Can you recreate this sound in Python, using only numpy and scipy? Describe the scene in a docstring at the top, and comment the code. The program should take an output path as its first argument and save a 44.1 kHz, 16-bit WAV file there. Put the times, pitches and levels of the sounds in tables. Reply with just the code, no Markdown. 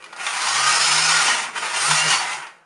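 """The flywheel motor of a tin toy car, pushed back and then forward over a tiled floor indoors.
Loose gears chatter into the tin body; the pinion whines and the unbalanced flywheel hums as it
gains speed. Loose parts clack, narrow resonances swell and fade, and the wheels rumble on the
tiles. A small hard room answers the rattle, over a faint bed of air."""
import sys
import numpy as np
from scipy import signal
from scipy.fft import rfft, irfft, next_fast_len
from scipy.io import wavfile
from scipy.ndimage import uniform_filter1d, map_coordinates

SR = 44100
rng = np.random.default_rng(int(sys.argv[2]) if len(sys.argv) > 2 else 0)


def generate_wav(signal):
    """Clip the signal to [-1, 1] and save it as 16-bit WAV at the path in sys.argv[1]."""
    frames = np.transpose(np.atleast_2d(signal))
    scaled = np.clip(frames, -1, 1) * 32767
    pcm = np.round(scaled).astype(np.int16)
    wavfile.write(sys.argv[1], SR, pcm)


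N = 116865


def amp(db):
    """Decibels to gain."""
    return 10 ** (np.asarray(db) / 20)


def unit(x):
    """Scale to rms 1."""
    return x / np.sqrt(np.mean(x ** 2) + 1e-20)


def curves(rows):
    """Automation lanes: one value per sample for each column after the time."""
    times, *columns = np.transpose(rows)
    return [np.interp(np.arange(N) / SR, times, column) for column in columns]


def wobble(rate):
    """A smooth random curve, rate knots a second."""
    return map_coordinates(rng.standard_normal(4096), [np.arange(N) * rate / SR], mode="wrap")


def equalise(x, points):
    """Minimum-phase EQ through (Hz, dB) points."""
    size = 2 * next_fast_len(N)
    hz, db = np.transpose(points)
    gain = amp(np.interp(np.log(np.fft.rfftfreq(size, 1 / SR) + 1), np.log(hz), db))
    cepstrum = irfft(np.log(gain))
    cepstrum[1:size // 2] *= 2  # folding the cepstrum makes the filter causal
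    cepstrum[size // 2 + 1:] = 0
    return irfft(rfft(x, size) * np.exp(rfft(cepstrum)), size)[:N]


def fade(t, t60):
    """Decay by 60 dB in t60 seconds."""
    return np.exp(-np.log(1000) * t / t60)


def noise_tail(t60):
    """Decaying noise of energy 1."""
    x = rng.standard_normal(SR // 2) * fade(np.arange(SR // 2) / SR, t60)
    return x / np.linalg.norm(x)


def shifting_ring(x, t60):
    """Ring x through a thicket of modes that changes as the car and its contacts move."""
    hop = int(.035 * SR)  # time for the contacts to shift
    window = np.sin(np.pi * np.arange(2 * hop) / (2 * hop))
    padded, out = np.pad(x, (hop, 2 * hop)), np.zeros(N + 2 * SR)
    for i in range(0, N + hop, hop):
        grain = signal.fftconvolve(padded[i:i + 2 * hop] * window, noise_tail(t60))
        out[i:i + len(grain)] += grain
    return out[hop:hop + N]


def air():
    """A faint, steady bed of room tone."""
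    # Colour of the air. Each row: frequency in Hz, gain in dB.
    air_eq = [(25, -17), (60, -15), (90, -22), (160, 9), (260, -9.5), (500, 8), (900, 14), (1500, 12.5),
              (3000, -11.5), (9000, -20.5), (11500, -54)]
    return amp(-57) * unit(equalise(rng.standard_normal(N), air_eq))


def room(x):
    """A small hard room adds its short reverb to the direct sound."""
    wet = amp(-8.5)
    return (x + wet * shifting_ring(x, t60=.47)) / np.hypot(1, wet)


def wheels():
    """Low rumble of the wheels on the tiles."""
    # Fader ride of the rumble. Each row: time in seconds, level in dB.
    ride = [(0.0, -55.5), (0.73, -40.5), (0.95, -42), (1.34, -41), (1.5, -49.5), (1.6, -43.5),
            (1.66, -40.5), (1.71, -47.5), (1.89, -38.5), (2.02, -48), (2.05, -34.5), (2.62, -64.5),
            (2.65, -80.5)]
    # Colour of the rolling. Each row: frequency in Hz, gain in dB.
    roll_eq = [(25, -26), (60, -28), (90, -13), (135, -11), (160, 1.5), (190, -3.5), (240, -2), (285, -9.5),
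               (330, 3.5), (500, 3.5), (650, 3.5), (1200, -27)]
    return amp(curves(ride)[0] - .5) * unit(equalise(rng.standard_normal(N), roll_eq))


def resonances():
    """Narrow resonances swell and fade: rubbing metal, and a low hum as the flywheel coasts."""
    # Each row: middle and half length in seconds, pitch and filter width in Hz, level in dB.
    swells = [(0.303, 0.18, 9100, 1080, -40.5), (.918, 0.34, 5170, 260, -26), (1.196, 0.13, 1895, 90, -29),
              (1.31, .08, 1440, 50, -29.5), (1.337, 0.28, 245, 50.3, -50.5),
              (1.88, 0.16, 8900, 1310, -27.5), (2.04, 0.24, 1925, 100, -31.5),
              (2.027, .1, 2775, 110, -25.5), (2.123, 0.082, 2840, 400, -23), (2.16, .09, 4538, 60, -35),
              (2.256, 0.18, 825, 149, -33), (2.368, .12, 158, 24.8, -52)]
    t, out = np.arange(N) / SR, np.zeros(N)
    for middle, half, hz, width, db in swells:
        peak = signal.iirpeak(hz, hz / width, SR)
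        band = signal.lfilter(*peak, signal.lfilter(*peak, rng.standard_normal(N)))
        swell = np.clip(1 - ((t - middle) / half) ** 2, 0, 1) ** 2
        out += amp(db) * swell * unit(band)
    return out


def tin_body(force):
    """The shell ticks and rings with its main modes and a thicket of panel modes."""
    # Main modes of the shell. Each row: frequency in Hz, relative level in dB, t60 in seconds.
    tin_modes = [(637, -0.5, 0.2), (811, -11, 0.036), (954, 0.5, 0.07), (1240, -7, 0.04), (1424, -3.5, 0.1),
                 (1538, -4, 0.022), (1872, 1, .06), (2425, -2.5, 0.019), (2756, -4, 0.1), (2902, -7, 0.13),
                 (3074, -5, 0.18), (3590, -15, 0.048), (4538, -4, .2), (4931, -2, 0.05), (5233, -6, .05)]
    modes_db, tick_db = -10.5, 4  # against the panels
    t = np.arange(SR // 2) / SR
    ring = sum(amp(db) / np.sqrt(t60) * fade(t, t60) * np.cos(2 * np.pi * hz * t)
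               for hz, db, t60 in tin_modes)
    modes = signal.fftconvolve(force, ring / np.linalg.norm(ring))[:N]
    panels = shifting_ring(force, t60=.086)
    shell = amp(modes_db) * modes + panels + amp(tick_db) * force
    return shell / np.linalg.norm(amp([0, modes_db, tick_db]))


def clacks():
    """A loose part lands in a short buzz of contacts, brighter when hard; body and part both ring."""
    # Each row: start in seconds, relative strength in dB, t60 of the buzz in seconds,
    # hardness as treble gain in dB, pitch of the part in Hz.
    hits = [(0.0244, -32, 0.022, 2.5, 2430), (.041, -23.5, 0.043, 0.5, 2430),
            (0.061, -25.5, 0.037, -4, 1970), (0.126, -29, 0.029, -3, 2360), (.1296, -25, .04, 0.5, 1890),
            (.163, -22, 0.074, 1.5, 1233), (0.202, -28, .03, 6, 3650), (0.266, -13.5, .022, 7, 3560),
            (0.418, -14, .05, 2, 1860), (0.472, -15, .04, 6, 2730), (1.281, -2, 0.11, -3, 2990),
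            (1.444, -23, 0.032, 6, 1420), (1.565, -15, .06, -5, 3070), (1.628, -10, 0.039, -11, 1240),
            (1.665, -18, 0.022, 4.5, 2450), (1.759, -13, 0.079, 0.5, 3050), (1.9022, -15, 0.046, 8, 2460),
            (1.911, -7, 0.015, 5, 6930), (1.916, -10.5, 0.033, 7.5, 1320), (1.944, -12, 0.053, -2, 2190),
            (2.061, -16.5, 0.041, 4.5, 1840), (2.124, -9, 0.13, -4.5, 4538), (2.333, -19, 0.029, 6.5, 1410),
            (2.422, -24, .05, -6, 1450), (2.467, -24.5, .07, -1, 1880)]
    # Colour of the struck body. Each row: frequency in Hz, gain in dB.
    clack_eq = [(50, -53.5), (150, -19.5), (400, -15.5), (900, 5.5), (2000, -1.5), (3700, -1), (6000, -6.5),
                (8000, -13), (10000, -9), (11500, -48)]
    part_db, part_stretch = -9, 2.2  # the part's ring against the buzz: level, length
    t = np.arange(SR // 2) / SR
    force, parts = np.zeros((2, N + SR))
    for start, db, t60, hard_db, hz in hits:
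        buzz = noise_tail(t60)
        soft = signal.lfilter(*signal.butter(1, 1500, fs=SR), buzz)
        ring = fade(t, part_stretch * t60) * np.cos(2 * np.pi * hz * t)
        onset = round(start * SR)
        force[onset:onset + len(t)] += amp(db) * (soft + amp(hard_db) * (buzz - soft))
        parts[onset:onset + len(t)] += amp(db + part_db) * ring / np.linalg.norm(ring)
    return amp(18) * (equalise(tin_body(force[:N]), clack_eq) + parts[:N])


def flywheel(speed, chatter_db):
    """The unbalanced wheel hums, one cycle a turn; its pinion whines, one cycle a tooth."""
    # Fader ride of the hum. Each row: time in seconds, level in dB.
    hum_ride = [(.15, -88), (.38, -76), (.5, -54.5), (.68, -44), (.77, -57), (.95, -41.5), (1.06, -41.5),
                (1.2, -46.5), (1.32, -55), (1.45, -90), (1.7, -88), (1.79, -57), (1.87, -51), (1.9, -33),
                (1.935, -31), (1.99, -47), (2.075, -33.5), (2.12, -48), (2.3, -87)]
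    # Fader ride of the whine. Each row: time in seconds, level against the chatter in dB.
    whine_ride = [(.35, -30), (.5, -9.5), (.6, -8.5), (.7, -5), (.78, -8.5), (.9, -14), (1.01, -5),
                  (1.07, -8.5), (1.13, -5.5), (1.2, -4), (1.25, -18), (1.33, -33), (1.8, -25), (1.84, -5),
                  (1.87, -2), (1.92, -9), (1.97, -30), (2.3, -50)]
    teeth, jitter, flutter_db, octave_db = 9, .002, 1.3, -16
    angle = 2 * np.pi * np.cumsum(speed * (1 + jitter * wobble(70))) / SR
    mesh = amp(flutter_db * wobble(109.7)) * np.sin(teeth * angle)
    octave = amp(octave_db + flutter_db * wobble(110)) * np.sin(2 * teeth * angle)
    hum = amp(curves(hum_ride)[0]) * unit(np.sin(angle))
    whine = amp(chatter_db + curves(whine_ride)[0]) * unit(mesh + octave)
    return hum + whine


def tooth_force(speed):
    """Loose teeth strike unevenly, more often with speed, over a steady scrape."""
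    rate_scatter, strike_scatter_db, scrape_db = .3, 1.8, -1
    axle_ratio, axle_db, judder_db = .052, -.17, .89
    rate = 5.5 * (speed + 40)  # strikes a second
    count = np.cumsum(rate * np.exp(rate_scatter * wobble(400))) / SR
    onsets = np.flatnonzero(np.diff(np.floor(count)))
    side, size = rng.standard_normal((8192, 2))[:len(onsets)].T
    strikes = np.zeros(N)
    strikes[onsets] = np.sign(side) * amp(strike_scatter_db * np.minimum(size, 2)) / np.sqrt(rate[onsets])
    force = unit(strikes) + amp(scrape_db) * rng.standard_normal(N)
    axle_sway = np.sin(2 * np.pi * axle_ratio * np.cumsum(speed) / SR)
    return force * amp(axle_db * axle_sway + judder_db * wobble(120))


def gears(speed, chatter_db, bright_db):
    """The teeth chatter into the tin in three registers; harder pushing brings out the upper two."""
    # Colours of the three registers. Each row: frequency in Hz, gain in dB.
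    body_eq = [(60, -67), (200, -32), (550, -23), (680, -8), (800, -0.5), (950, -1.5), (1050, -0.5),
               (1400, 2), (1650, -3.5), (2000, -0.5), (2700, -4), (3250, -14), (4500, -36.5), (9000, -48)]
    treble_eq = [(200, -92), (1500, -37), (3000, -1), (4200, 4), (5200, 4), (6000, 3.5), (7100, 2.5),
                 (7900, -7.5), (9500, -21), (10800, -28), (11700, -64)]
    sizzle_eq = [(1500, -70), (5000, -38), (7900, -12.5), (8450, 6), (8800, 2), (9400, 5), (10200, -0.5),
                 (10900, -11.5), (11400, -25.5), (11900, -59)]
    chatter = tin_body(tooth_force(speed))
    body = amp(-1) * unit(equalise(chatter, body_eq))
    treble = amp(bright_db - .5) * unit(equalise(chatter, treble_eq))
    sizzle = amp(.73 * bright_db - 7.5) * unit(equalise(chatter, sizzle_eq))
    return amp(chatter_db) * (body + treble + sizzle)


def scene():
    """The hand shifts faintly on the body, then pushes twice; car and room are heard in mono."""
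    # Spin of the flywheel. Each row: time in seconds, speed in turns a second.
    spin = [(0, 10), (.16, 21), (.3, 75), (.5, 120), (.6, 134), (.66, 137), (.72, 138), (.75, 143),
            (.9, 151), (1, 157), (1.12, 162), (1.17, 158.3), (1.23, 157.5), (1.3, 138), (1.4, 105),
            (1.52, 12), (1.7, 60), (1.8, 108), (1.87, 145), (1.93, 155), (2, 151), (2.07, 160), (2.15, 120),
            (2.3, 68), (2.65, 5)]
    # Fader ride of the gear chatter. Each row: time in seconds, level in dB, brightness in dB.
    pushes = [(0.15, -45.5, -14), (0.2, -29.5, -10), (0.25, -26.5, -7.5), (0.3, -25, -8), (.4, -25.5, -5),
              (.48, -23, -1.5), (0.62, -21, -2), (0.7, -19, -2.5), (0.85, -21.5, 1), (1.1, -21, 0),
              (1.3, -18.5, -3.5), (1.4, -24, -8), (1.42, -32, -1), (1.45, -24, -11.5), (1.52, -38.5, -20),
              (1.55, -32.5, -11), (1.57, -26, -10), (1.61, -29, -7), (1.65, -24, -7.5), (1.71, -26.5, -6.5),
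              (1.76, -23, -5.5), (1.79, -24, -2), (1.87, -22.5, -.5), (1.97, -20.5, -0.5),
              (2.06, -23, -3.5), (2.11, -21, 1), (2.14, -16.5, -5), (2.19, -26, -2.5), (2.26, -25, -9.5),
              (2.34, -28, -7), (2.38, -33.5, -8), (2.45, -33.5, -22), (2.65, -79.5, -40)]
    hand = (.12, -45, -12.5)  # the faint opening, in the same columns
    speed, = curves(spin)
    chatter_db, bright_db = uniform_filter1d(curves([hand, *pushes]), size=600, axis=1)
    tones = flywheel(speed, chatter_db)
    rattle = gears(speed, chatter_db, bright_db) + wheels() + clacks() + resonances()
    mono = room(rattle) + tones + air()
    return np.array([mono, mono])


def record(dry):
    """A brick-wall low-pass takes off the very top."""
    top_hz = 11650
    size = next_fast_len(N + SR // 2)
    passband = np.fft.rfftfreq(size, 1 / SR) < top_hz
    return irfft(rfft(dry, size) * passband, size)[:, :N]


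dry = scene()
out = record(dry)
generate_wav(out)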